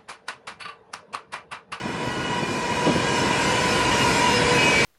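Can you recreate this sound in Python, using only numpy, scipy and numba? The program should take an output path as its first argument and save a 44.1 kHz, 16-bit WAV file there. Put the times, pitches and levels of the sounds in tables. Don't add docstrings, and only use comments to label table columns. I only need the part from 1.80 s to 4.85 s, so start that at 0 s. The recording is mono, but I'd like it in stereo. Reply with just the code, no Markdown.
import sys
import numpy as np
from scipy import signal
from scipy.fft import irfft, next_fast_len
from scipy.io import wavfile
from scipy.ndimage import uniform_filter1d
from numba import njit

SR = 44100
rng = np.random.default_rng(int(sys.argv[2]) if len(sys.argv) > 2 else 0)


def materialize(psi):
    bounded = np.clip(np.atleast_2d(psi).T, -1, 1)
    quanta = np.round(bounded * 32767).astype(np.int16)
    wavfile.write(sys.argv[1], SR, quanta)


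def invert_db(level):
    return 10 ** (np.asarray(level, dtype=float) / 20)


N = 134505
T = np.arange(next_fast_len(N + SR // 2)) / SR - .5
SPEED_M_S, TRACK_M, SOUND_M_S = 17.6, 15, 343
WOBBLE = 0.001173


def unit(x):
    return x / np.sqrt(np.mean(x ** 2))


def band(x, hz, width_hz):
    return signal.lfilter(*signal.iirpeak(hz, hz / width_hz, SR), x)


def low(x, hz):
    return signal.lfilter(*signal.butter(1, hz, fs=SR), x)


@njit
def read(x, at):
    y = np.zeros(len(at))
    for i in range(len(at)):
        k = min(max(int(at[i]), 1), len(x) - 3)
        u, a, b, c, d = at[i] - k, x[k - 1], x[k], x[k + 1], x[k + 2]
        y[i] = b + .5 * u * (c - a + u * (2 * a - 5 * b + 4 * c - d + u * (3 * (b - c) + d - a)))
    return y


def walk(rate_hz):
    return unit(read(rng.standard_normal(200), 2 + (T - T[0]) * rate_hz))


# f/Hz, level/dB per Hz
ROLL = [(30, -18), (60, -13), (130, -3.5), (400, -5.5), (800, -7.5), (3200, -15.5), (7500, -20.5),
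        (13000, -31)]
# f/Hz, width/Hz, level over the roar/dB
WHEELS = [(455, 25, 3.5), (642, 24, -2), (955.4, 120, 9.5), (1510, 220, 5.5), (1920, 325, 5),
          (2370, 256, 7.5), (2834, 133, 7.5), (5093, 59, 6)]
FLICKER_DB, DIFFUSE_HZ = 1, 2130


def roar():
    f = np.fft.rfftfreq(len(T), 1 / SR) + 1
    roll_hz, roll_db = np.array(ROLL).T
    gain = invert_db(np.interp(np.log(f), np.log(roll_hz), roll_db))
    gain *= 1 + sum((invert_db(db) - 1) / (1 + (2 * (f - hz) / width) ** 4) for hz, width, db in WHEELS)
    one, other = rng.standard_normal((2, len(f))) + 1j * rng.standard_normal((2, len(f)))
    alike = 1 / (1 + (f / DIFFUSE_HZ) ** 2)
    spectrum = gain * np.array([one, alike * one + np.sqrt(1 - alike ** 2) * other])
    total = 0
    for lo, hi in ((0, 700), (700, 4000), (4000, SR)):
        part = irfft(spectrum * ((f >= lo) & (f < hi)), len(T))
        total = total + part * invert_db(FLICKER_DB * walk(10))
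    return unit(total)


PATCHY_DB, PATCH_HZ = 5, 7.835


def tone(hz, db, patchy=1):
    level = invert_db(db + patchy * PATCHY_DB * walk(PATCH_HZ))
    return level * np.sin(2 * np.pi * (np.cumsum(hz) / SR + rng.random()))


# f/Hz, place along the train
GEARS = [(465, 1), (461, 3), (478, 4)]
GEAR_DB = [-36, -40, -39]
MESH_DB = [0, 1.5, -1, -4.5, -8, -4, -21]
AHEAD_S = .4


def gears():
    for (hz, place), db in zip(GEARS, GEAR_DB):
        mesh = hz * (1 + WOBBLE * walk(6))
        ahead = 1 / (1 + np.exp((T - PLACES[place] + .1) / AHEAD_S * 4))
        yield place, ahead * sum(tone((k + 1) * mesh, db + d) for k, d in enumerate(MESH_DB))


# f/Hz, place along the train
BLOWERS = [(2525, 4), (5050, 4), (1562, 2), (1562, 5), (2075, 1), (600, 2)]
BLOWER_DB = [-49, -62, -39.5, -50, -41, -39.5]


def blowers():
    for (hz, place), db in zip(BLOWERS, BLOWER_DB):
        yield place, tone(hz * (1 + WOBBLE * walk(3.4)), db)


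# t/s and f/Hz as heard at the phone, place along the train
FLARING = [(2.9, 2312, 5), (2.66, 487, 4), (.56, 970, 1), (2.2, 957, 3), (2.46, 981, 3), (2.11, 1430, 3),
           (1.26, 3340, 1), (2.92, 2515, 5), (2.9, 925, 3), (1.08, 976, 3), (1.85, 498, 4), (1.3, 5295, 4),
           (1.15, 1627, 3), (2.92, 2892, 5), (1.32, 952, 1), (1.78, 994, 5), (2.55, 5105, 3),
           (2.45, 2800, 3), (2.03, 994, 4), (2.26, 997, 4), (2.72, 996, 5), (2.8, 970, 4), (2.4, 945, 3),
           (.3, 976, 2), (.88, 965, 1), (.7, 1007, 3), (1.47, 973, 3), (1.97, 5225, 3), (2.32, 5160, 3),
           (2.2, 2850, 3), (2.25, 2585, 3), (1.62, 1607, 2), (1.65, 2635, 4), (1.95, 2990, 5),
           (2.5, 1885, 4), (.95, 2410, 2), (2.85, 2565, 5), (2.75, 5090, 4)]
# half length/s, level as heard/dB
FLARES = [(0.21, -28.5), (.15, -23), (0.089, -23.5), (0.18, -23.5), (0.065, -22), (0.21, -30.5),
          (0.088, -45), (0.26, -31), (0.21, -30), (0.18, -25.5), (0.17, -33), (0.27, -44), (0.21, -33),
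          (0.16, -36.5), (0.11, -24), (0.15, -26), (0.065, -40), (0.21, -32.5), (0.081, -26), (0.019, -26),
          (0.22, -27), (0.11, -25.5), (0.14, -25), (0.14, -32.5), (0.085, -26.5), (0.21, -31), (0.14, -31),
          (.08, -41), (.09, -41), (0.053, -28), (0.11, -29.5), (0.045, -28.5), (.17, -37), (0.29, -39),
          (0.15, -33), (0.24, -40), (0.16, -35), (0.083, -43.5)]


def flares():
    for (at, hz, place), (half, db) in zip(FLARING, FLARES):
        along = SPEED_M_S * (at - PLACES[place])
        r = np.hypot(along, TRACK_M)
        sent = at - (r - TRACK_M) / SOUND_M_S
        sent_hz = hz / (1 - SPEED_M_S * along / r / SOUND_M_S)
        swell = r / TRACK_M * np.exp(-((T - sent) / half) ** 4)
        yield place, swell * tone(sent_hz * (1 + 1.5 * WOBBLE * walk(14)), db, .5)


# firing f/Hz, place along the train
EXHAUSTS = [(59, 2), (60, 5)]
EXHAUST_DB = [-38.5, -38]
# f/Hz, width/Hz, level/dB
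PIPE = [(62, 36, 11), (117.4, 62, 11.5), (235, 16, 3)]
SCATTER_DB = 1.5


def exhausts():
    for (hz, place), level_db in zip(EXHAUSTS, EXHAUST_DB):
        count = int(hz * 4)
        jitter, strength = rng.standard_normal((count, 2)).T
        pulses = np.zeros(len(T) + SR)
        firing = np.abs(SR / hz * (np.arange(count) + .04 * jitter)).astype(int)
        pulses[firing] = invert_db(SCATTER_DB * strength)
        throb = sum(invert_db(db) * band(pulses[:len(T)], f, width) for f, width, db in PIPE)
        yield place, invert_db(level_db) * unit(throb)


AIR_DB_PER_M, AIR_HZ = 0.14, 2420
BASS_LAG_HZ = 480
FACING_RAD, PORTS_S = -1.045, 0.000481


def passing(x, passes_s):
    along = SPEED_M_S * (T - passes_s)
    r = np.hypot(along, TRACK_M)
    dull = low(x, AIR_HZ)
    x = (dull + (x - dull) * invert_db(-AIR_DB_PER_M * (r - TRACK_M))) * TRACK_M / r
    heard = slice(SR // 2, SR // 2 + N)
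    late = (T - T[0] - (r - TRACK_M) / SOUND_M_S)[heard] * SR
    lag = PORTS_S / 2 * SR * np.sin(np.arctan2(along, TRACK_M) - FACING_RAD)[heard]
    bass = signal.filtfilt(*signal.butter(3, BASS_LAG_HZ, fs=SR), x)
    ports = []
    for k, side in enumerate((-1, 1)):
        ports.append(read(bass[k], late) + read(x[k] - bass[k], late + side * lag))
    return np.array(ports)


# t/s, half length/s, level/dB, left over right/dB
GUSTS = [(0.06, 0.0042, -28, 17), (0.098, 0.017, -39, 14), (0.24, 0.022, -44, 18), (0.277, 0.0035, -24, 18),
         (0.447, 0.027, -49, 18), (0.512, 0.016, -37, 4), (0.54, 0.1, -43, 10), (0.632, 0.0064, -22.5, 4),
         (0.703, 0.03, -34, -3), (0.772, 0.018, -28, -1), (0.936, 0.056, -35, 11), (1.024, 0.028, -33, -11),
         (1.082, 0.019, -15.5, 3), (1.112, 0.022, -19, 5), (1.161, 0.011, -19.5, -13),
         (1.187, 0.0045, -34, -3), (0.386, 0.059, -39.5, 14), (1.215, 0.057, -29, -6),
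         (1.332, 0.029, -28.5, 9), (1.436, 0.041, -29.5, 4), (1.469, 0.0062, -20.5, 11),
         (1.513, 0.0068, -23, 12), (2.88, 0.16, -35, -12)]
WIND_HZ, WIND_WIDTH_HZ, WIND_CUT_HZ, BREEZE_DB = 223, 400, 93, -34


def wind():
    t = np.arange(N) / SR
    env = invert_db(BREEZE_DB + 2.6 * np.array([walk(7.65)[:N], walk(12)[:N]]))
    for at, half, db, pan_db in GUSTS:
        sides = invert_db(db + np.array([[pan_db], [-pan_db]]) / 2)
        env = env + sides * np.exp(-((t - at) / half) ** 2)
    air = band(rng.standard_normal((2, N)), WIND_HZ, WIND_WIDTH_HZ)
    gusts = env * unit(low(low(air, 430), 660))
    return signal.lfilter(*signal.butter(2, WIND_CUT_HZ, "high", fs=SR), gusts)


PLACES = [
    1.3,
    1.8,
    2.3,
    2.95,
    3.1,
    3.9,
    5.0,
]
BOGIES = [-29.5, -26.5, -25, -25, -30.5, -22.5, -24]
# t/s, level/dB
LOAD = [(0, -4), (.3, -2.5), (.6, -2.5), (.9, -1.5), (1.2, -1), (1.5, 0), (1.8, 0.5), (2.1, 1), (2.4, 1.5),
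        (2.699, 0.5), (3.05, 2)]


def scene():
    train = [invert_db(db) * roar() for db in BOGIES]
    for source in (gears, blowers, flares, exhausts):
        for place, sound in source():
            train[place] = train[place] + sound
    load = invert_db(np.interp(np.arange(N) / SR, *np.array(LOAD).T))
    return load * sum(passing(x, s) for s, x in zip(PLACES, train)) + wind()


# f/Hz, spreads below the mean
HOLES = [(2000, 3), (2700, 1.5), (3200, 1.9), (5800, 1.5), (7000, 1.8), (8300, 1.3), (10000, 1.2),
         (11200, .4), (12200, -.4), (13200, -1.3), (13800, -2.4), (15500, -2.8)]
BLOTCH_DB, HOLE_DB, BLOTCH_HZ = 2.5, -50, 2500
RIGHT_TOP, QUIET_TOP = 1.12, .09
SPARSE, TOGETHER = .9, .4


def blotches(x):
    f, t, z = signal.stft(x, SR, nperseg=2048, noverlap=1792)

    def patches(b):
        return b.repeat(9, axis=1).repeat(13, axis=2)[:, :len(f), :len(t)]

    own, common = rng.standard_normal((2, 120, 45)), rng.standard_normal((2, 1, 45))
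    swell, chance = patches(own), patches(unit(own + TOGETHER * common))
    treble = np.clip(f / BLOTCH_HZ - .5, 0, 1)[:, None]
    quiet = 1 + QUIET_TOP * np.clip(1 - t / 1.5, -.3, 1)
    lift = np.array([1, RIGHT_TOP])[:, None, None] * quiet
    place_hz = np.where(f[:, None] > 9000, f[:, None] * lift, f[:, None])
    hole = chance < -np.interp(place_hz, *np.array(HOLES).T)
    db = BLOTCH_DB * swell * treble + HOLE_DB * hole
    size = uniform_filter1d(np.abs(z), 7, axis=2)
    around = uniform_filter1d(size, 24, axis=1) + 1e-12
    kept = (size / around) ** (SPARSE * treble)
    return signal.istft(z * kept * invert_db(db), SR, nperseg=2048, noverlap=1792)[1][:, :N]


def roll_off(x):
    return signal.sosfilt(signal.butter(12, 15200, fs=SR, output="sos"), x)


LEFT_TREBLE_DB, TREBLE_HZ, TOP_HZ = 7, 5500, 9400
LEFT_BUMP_HZ, LEFT_BUMP_WIDTH_HZ, LEFT_BUMP = 685, 180, 0.26


def record(dry):
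    tilt = invert_db(np.array([[LEFT_TREBLE_DB], [-LEFT_TREBLE_DB]]) / 2)
    dry = dry + LEFT_BUMP * np.array([[1], [-1]]) * band(dry, LEFT_BUMP_HZ, LEFT_BUMP_WIDTH_HZ)
    dull = low(dry, TREBLE_HZ)
    x = signal.lfilter(*signal.butter(2, [50, TOP_HZ], "band", fs=SR), dull + tilt * (dry - dull))
    mix = blotches(x)
    return roll_off(mix)


dry = scene()
out = record(dry)
materialize(out)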